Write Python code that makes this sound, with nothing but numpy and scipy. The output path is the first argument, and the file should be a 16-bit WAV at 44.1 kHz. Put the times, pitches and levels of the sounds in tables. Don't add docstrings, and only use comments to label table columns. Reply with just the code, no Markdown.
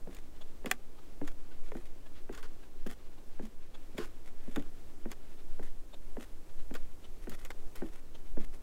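import sys
import numpy as np
from scipy import signal
from scipy.fft import rfft, irfft, next_fast_len
from scipy.io import wavfile
from scipy.ndimage import uniform_filter1d

SR = 44100
rng = np.random.default_rng(int(sys.argv[2]) if len(sys.argv) > 2 else 0)


def unload_wav(signal):
    wavfile.write(
        sys.argv[1],
        SR,
        np.round(np.clip(np.atleast_2d(signal).T, -1, 1) * 32767).astype(np.int16),
    )


N = 380141
TIME = np.arange(N) / SR

# (frequency [Hz], level [dB])
WIND_COLOUR = [(1, -26), (4, 0), (7, 3.5), (12, -7.5), (20, -21.5), (30, -26), (45, -31.5), (65, -48),
               (100, -63), (200, -70), (500, -82)]
# (time [s], relative level [dB])
GUSTS = [(0.0, -48.5), (0.7, -49), (1.0, -49.5), (1.25, -46.5), (2.35, -47), (2.85, -45.5), (3.1, -48.5),
         (3.5, -48.5), (3.85, -48.0), (4.6, -46), (4.95, -48), (5.3, -45), (6.2, -46.5), (7.4, -42.5),
         (8.1, -47), (8.3, -38.5), (8.6, -48.5)]
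# (frequency [Hz], level [dB])
REED_COLOUR = [(60, 10.5), (160, 0), (320, 4.5), (600, -4), (1300, -13.5), (3000, -22), (5500, -21),
               (8200, -21), (10000, -24), (16000, -25)]
# (heel time [s], knock [dB], pitch [ratio], hardness [dB/octave], lasting mode [Hz],
# lasting mode [dB], sole delay [s], sole knock [dB], sole lasting mode [dB], roll length [s],
# scuff [dB], following swish [dB])
STEPS = [(.072, -33.5, 1, -4, 348, -39, .02, -55, -52, 0.11, -62.5, -54),
         (.6444, -31, 1.04, -2, 282, -47, .0176, -30.5, -41.5, .09, -59.5, -61),
         (1.214, -30, 1.06, -2, 289, -30, .02, -47, -55, 0.088, -61.5, -60),
         (1.718, -39.5, 1.12, 2, 422, -41, .0336, -30, -34.5, 0.086, -63.5, -59),
         (2.293, -31.5, 1.015, -1.5, 325, -42, .02, -51, -50, 0.11, -64, -59.5),
         (2.8615, -32.5, 0.97, -2.5, 233, -35, .02, -62, -54, 0.057, -55.5, -62.5),
         (3.3943, -32, 1.02, -1.5, 267.6, -41, .0357, -56, -32.5, 0.054, -61.5, -54),
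         (3.983, -30.5, 0.92, -3, 428.4, -33.5, .007, -39, -30, .075, -59.5, -68),
         (4.566, -29, 0.96, 1, 289, -28, .009, -28.5, -35, 0.025, -66, -78),
         (5.0553, -31.5, 0.94, -.5, 232, -33.5, .02, -58, -53, 0.062, -63, -65.5),
         (5.594, -31, 1.007, -2, 360, -64, .02, -55, -61, 0.069, -60.5, -53.5),
         (6.168, -30.5, 1.05, -2, 236, -35, .02, -53, -55, .058, -56, -63),
         (6.7092, -32.5, 0.95, -1.5, 236, -38.5, .02, -55, -53, 0.056, -61, -55),
         (7.2715, -32.5, 0.93, -0.5, 195.5, -36.5, .048, -49, -51, 0.064, -56.5, -70),
         (7.8193, -27.5, 0.95, -1.5, 393, -45, .0157, -38, -32, 0.058, -64.5, -54.5),
         (8.371, -28.5, 1, -3.5, 254, -39, .023, -58, -36.5, 0.058, -59, -70)]
# (frequency [Hz], level [dB], t60 [s])
PLANK_MODES = [(186.6, -10.5, 0.07), (237.7, -7, 0.047), (279.6, -8.5, 0.13), (380, -3.5, 0.066),
               (456.5, -4.5, 0.048), (562, -24.5, 0.022), (707, -17.5, 0.02), (834, -1.5, 0.016),
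               (1230, -12, 0.0069), (1617, -14, 0.028), (1943, -20.5, 0.045), (2540, -12, 0.0063)]
# (time [s], level [dB])
TOE_BUMPS = [(3.946, -43.5), (4.478, -39)]
# (frequency [Hz], base width [Hz], level [dB])
GRIT_MODES = [(480, 70, -6), (745, 70, -5), (1170, 170, -5.5), (1560, 110, -3), (1785, 90, 0),
              (2020, 110, 1), (2310, 190, 0), (2680, 330, -4), (3370, 190, -2), (4000, 300, -11),
              (5100, 600, -11), (5700, 300, -11), (7050, 380, -4), (7800, 600, -6), (8900, 600, -13),
              (10500, 800, -14), (12300, 600, -14), (13800, 1600, -22)]
# (time [s], length [s], level [dB])
SHOE_DRAGS = [(1.632, 0.064, -64.5), (1.854, 0.024, -61), (3.967, .03, -54), (4.257, .035, -59.5),
              (4.384, 0.13, -66), (4.503, 0.096, -60.5), (5.24, .11, -68.5), (7.22, 0.032, -62.5),
              (7.379, 0.1, -59.5), (7.75, 0.067, -57), (7.918, 0.088, -62.5), (8.525, 0.045, -61.5)]
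# (time [s], relative level [dB], brightness [dB/octave], creak length [s])
GRIT_CRACKS = [(.1478, -41.5, 3, 0.0018), (0.1675, -40, -3, 0), (.659, -24, -3, 0.024),
               (.7106, -38, -7, 0.0033), (0.7129, -10.5, -2, 0), (1.2767, -32.5, -3, .012),
               (1.7186, -36.5, -7, 0.0032), (2.327, -42.5, -3, 0.042), (2.35, -40, 0, 0),
               (2.3763, -39, -4, 0.029), (2.4284, -39, -2.5, 0.039), (2.8648, -36.5, -3, 0.0083),
               (2.872, -36.5, -2, 0), (2.912, -35.5, -2.5, 0), (3.981, -25.5, -5, 0.073),
               (4.56, -24.5, -4.5, 0.0068), (4.5959, -40, -4.5, 0.0048), (5.1164, -31.5, -1.5, .018),
               (6.7405, -35, -3, 0), (6.751, -27.5, -5, 0.023), (7.2956, -35.5, 1, 0.0024),
               (7.316, -37, -8, 0.019), (7.4501, -33.5, -2, 0.0041), (7.5038, -29, -4.5, 0.017),
               (7.7574, -38.5, 1, 0)]
# (frequency [Hz], level [dB])
CLOTH_COLOUR = [(200, -1), (650, 7.5), (1300, -1.5), (2100, -6), (3000, -2), (4000, -4), (5200, -17),
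                (7500, -24), (9500, -18), (16000, -41)]
# (frequency [Hz], width [Hz], level [dB])
CREAK_MODES = [(425, 34, 19.5), (776, 19, 8.5), (1115, 250, 11), (1466, 160, 10), (1980, 50, -29),
               (2680, 750, -5), (4370, 310, -5)]


def from_db(db):
    return 10 ** (np.asarray(db) / 20)


def rms_one(x):
    return x / np.sqrt(np.mean(x ** 2) + 1e-20)


def add(track, s, sound):
    start = max(int(s * SR), 0)
    track[start:start + len(sound)] += sound[:max(N - start, 0)]


def noise(colour):
    hz, db = np.transpose(colour)
    size = next_fast_len(N)
    bins = np.maximum(np.fft.rfftfreq(size, 1 / SR), 1)
    gain = from_db(np.interp(np.log(bins), np.log(hz), db))
    return rms_one(irfft(rfft(rng.standard_normal(size)) * gain, size)[:N])


def drift(knots_per_s):
    knots = rng.standard_normal(2000)
    return np.interp(TIME * knots_per_s, np.arange(len(knots)), knots)


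def resonate(x, hz, width):
    radius = np.exp(-np.pi * width / SR)
    feedback = [1, -2 * radius * np.cos(2 * np.pi * hz / SR), radius ** 2]
    return signal.lfilter(np.array([1, 0, -1]) * (1 - radius ** 2) / 2, feedback, x)


def band(x, low_hz, high_hz):
    return signal.sosfilt(signal.butter(2, [low_hz, high_hz], "band", fs=SR, output="sos"), x)


def wind(level_db=-2, step_gust_db=2.5, step_lag_s=0.02):
    eddies = noise(WIND_COLOUR)
    rumble_rms = np.std(band(eddies, 20, 90))
    stride = np.interp(TIME - step_lag_s, [s for s, *_ in STEPS], np.arange(len(STEPS)))
    airflow_db = np.interp(TIME, *np.transpose(GUSTS)) + step_gust_db * np.cos(2 * np.pi * stride)
    fades = signal.windows.tukey(N, .01)
    return fades * eddies / rumble_rms * from_db(airflow_db + level_db)


def reeds(hush_db=-57, waver_db=0.9, rustle_db=-72, plumes_db=-76, breeze_s=6.55, breeze_width_s=1.8):
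    patches = from_db(3 * drift(knots_per_s=30))
    rustle = rms_one(band(rng.standard_normal(N), 730, 3690)) * from_db(rustle_db) * patches
    breeze = np.exp(-((TIME - breeze_s) / breeze_width_s) ** 2)
    plumes = rms_one(band(rng.standard_normal(N), 5300, 13000)) * from_db(plumes_db) * breeze
    hush = noise(REED_COLOUR) * from_db(hush_db + waver_db * drift(knots_per_s=5.5))
    return hush + rustle + plumes


def blows(sole_pitch=0.94, sole_hardness=-2.2, loaded_ratio=.82, toe_hardness=-10, toe_hz=249,
          jolt_above_db=-18, jolt_db=-29, jolt_hardness=7.5, jolt_hz=241):
    for s, db, pitch, hardness, mode_hz, mode_db, sole_delay, sole_db, sole_mode_db, *_ in STEPS:
        yield s, db, pitch, hardness, mode_hz, mode_db
        yield s + sole_delay, sole_db, sole_pitch, sole_hardness, mode_hz * loaded_ratio, sole_mode_db
    for s, db in TOE_BUMPS:
        yield s, db, 1, toe_hardness, toe_hz, db
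    for s, db, *_ in GRIT_CRACKS:
        if db > jolt_above_db:
            yield s, db + jolt_db, 1, jolt_hardness, jolt_hz, db + jolt_db


def plank_slap(t, pitch, start_hz=1100, end_hz=250, fall_s=0.002075, t60=0.064, level_db=-1):
    hz = pitch * (end_hz + (start_hz - end_hz) * np.exp(-t / fall_s))
    attack = 1 - np.exp(-2 * t / fall_s)
    return np.sin(2 * np.pi * np.cumsum(hz) / SR) * attack * from_db(level_db - 60 * t / t60)


def plank_knocks(scatter_db=0.6, detune=0.026, contact_s=0.0002, lasting_t60=0.14, swell_s=0.006,
                 deck_db=-14, deck_t60=0.2):
    out, t = np.zeros(N), TIME[:SR // 3]
    hz, mode_db, t60 = np.transpose(PLANK_MODES)[:, :, None]
    signs = (-1) ** np.arange(len(PLANK_MODES))[:, None]
    attack = 1 - np.exp(-t / contact_s)
    swell = 1 - np.exp(-t / swell_s)
    deck_envelope = swell * from_db(deck_db - 60 * t / deck_t60)
    for s, db, pitch, hardness, lasting_hz, lasting_db in blows():
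        strength, shift = rng.standard_normal((2, len(PLANK_MODES), 1))
        struck_db = mode_db + hardness * np.log2(hz / 350) + scatter_db * strength
        modes = signs * np.sin(2 * np.pi * hz * pitch * (1 + detune * shift) * t)
        ring = np.sum(modes * from_db(struck_db - 60 * t / t60), axis=0)
        knock = ring * attack + plank_slap(t, pitch)
        lasting = np.cos(2 * np.pi * lasting_hz * t) * swell * from_db(-60 * t / lasting_t60)
        deck = rms_one(band(rng.standard_normal(len(t)), 122, 425)) * deck_envelope
        add(out, s, from_db(db) * (knock + deck) + from_db(lasting_db) * lasting)
    return out


def grit_ring(force, tilt, damping, variety):
    shift, strength = variety * rng.standard_normal((2, len(GRIT_MODES)))
    ring = np.zeros(len(force))
    for k, (hz, width, db) in enumerate(GRIT_MODES):
        gain = (-1) ** k * from_db(db + tilt * np.log2(hz / 3000) + 20 * strength[k])
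        ring += gain * resonate(force, hz * np.exp(shift[k]), width * damping)
    return ring


def scuffs(roll_delay_s=.026, grains_per_s=700, spread_db=5, rub=0.21, fizz_db=-13.4):
    out = np.zeros(N)
    rolls = [(s + roll_delay_s, length, db) for s, *_, length, db, swish_db in STEPS]
    for s, length, db in rolls + SHOE_DRAGS:
        chance, size = rng.random((2, SR // 4))
        friction = rng.standard_normal(SR // 4)
        grain_gain = from_db(spread_db * np.minimum(-np.log(1 - size), 4))
        grains = (chance < grains_per_s / SR) * grain_gain * np.sign(friction)
        force = grains + rub * friction
        crunch = band(grit_ring(force, tilt=-3.2, damping=2, variety=.035), 300, 4000)
        fizz = from_db(fizz_db) * band(np.roll(force, SR // 300), 2200, 12000)
        pressure = signal.windows.tukey(int(length * SR), .19)
        add(out, s, from_db(db) * pressure * rms_one((crunch + fizz)[:len(pressure)]))
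    return out


def small_grains(delay_s=0.05, spread_s=.008, relative_db=-45, scatter_db=2.5, tilt=-3):
    chance = rng.standard_normal((len(STEPS), 2))
    return [(s + delay_s + spread_s * late, relative_db + scatter_db * size, tilt)
            for (s, *_), (late, size) in zip(STEPS, chance)]


def grit_cracks(crumble_db=-19, crumble_t60=0.022, dust_db=-40, dust_t60=0.075,
                tail_db=-31, tail_t60=0.081, snap_db=-12, boost_db=11):
    out, t = np.zeros(N), TIME[:SR // 8]
    loudest_db = max(db for s, db, *_ in GRIT_CRACKS)
    crumbling = from_db(crumble_db - 60 * t / crumble_t60) + from_db(dust_db - 60 * t / dust_t60)
    for s, db, tilt, *_ in GRIT_CRACKS + small_grains():
        crumbs, tail = rng.standard_normal((2, len(t)))
        force = crumbs * crumbling + band(tail, 230, 1470) * from_db(tail_db - 60 * t / tail_t60)
        force[0] += 1
        smallness = min((loudest_db - db) / 20, 1)
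        ring = grit_ring(force, tilt, damping=1 + smallness, variety=.05 * smallness)
        ring += from_db(snap_db + 2 * tilt) * band(force, 4100, 17200)
        add(out, s, from_db(db + boost_db) * ring / np.linalg.norm(ring))
    return out


def clothing(pass_share=.606, swish_s=.019, squeak_hz=3900, squeak_db=-4.5, overtone_db=-11,
             waver=0.0513, brisk_db=-53, octaves_per_db=0.2):
    out, t, cloth = np.zeros(N), TIME[:SR // 5], noise(CLOTH_COLOUR)
    touch = np.exp(-(2 * (t - t.mean()) / swish_s) ** 2)
    for k, ((heel_s, *_, db), (next_heel_s, *_)) in enumerate(zip(STEPS, STEPS[1:])):
        pass_s = heel_s + pass_share * (next_heel_s - heel_s)
        hz = squeak_hz * 2 ** (octaves_per_db * (db - brisk_db))
        speed = 1 + waver * rms_one(uniform_filter1d(rng.standard_normal(len(t)), size=24))
        phase = 2 * np.pi * np.cumsum(hz * speed) / SR
        squeak = rms_one(np.sin(phase) + from_db(overtone_db) * np.sin(2 * phase))
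        rub = cloth[k * len(t):(k + 1) * len(t)]
        add(out, pass_s - t.mean(), from_db(db) * touch * (rub + from_db(squeak_db) * squeak))
    return out


def board_creaks(slips_per_s=330, unevenness=0.22, rub=0.049, fade_db=7, shortest_s=.005,
                 creak_db=-47.5, strong_crack_db=-23.5, follow_share=0.42):
    out = np.zeros(N)
    for s, crack_db, _, length in GRIT_CRACKS:
        if length <= shortest_s:
            continue
        slip_times = np.cumsum(np.exp(unevenness * rng.standard_normal(40))) / slips_per_s
        force = rub * rng.standard_normal(SR // 4)
        force[np.minimum(slip_times * SR, len(force) - 1).astype(int)] += 1
        wood = sum(from_db(mode_db) * resonate(force, hz, width) for hz, width, mode_db in CREAK_MODES)
        size = int(length * SR)
        load = signal.windows.tukey(size, .15) * from_db(fade_db * np.linspace(.5, -.5, size))
        db = creak_db + follow_share * (crack_db - strong_crack_db)
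        add(out, s, from_db(db) * load * rms_one(wood[:size]))
    return out


def scene():
    footsteps = plank_knocks() + grit_cracks() + board_creaks() + scuffs()
    return (footsteps + clothing() + reeds() + wind())[None]


def record(dry, cutoff_hz=15750):
    return signal.sosfilt(signal.ellip(10, .2, 70, cutoff_hz, fs=SR, output="sos"), dry)


dry = scene()
out = record(dry)
unload_wav(out)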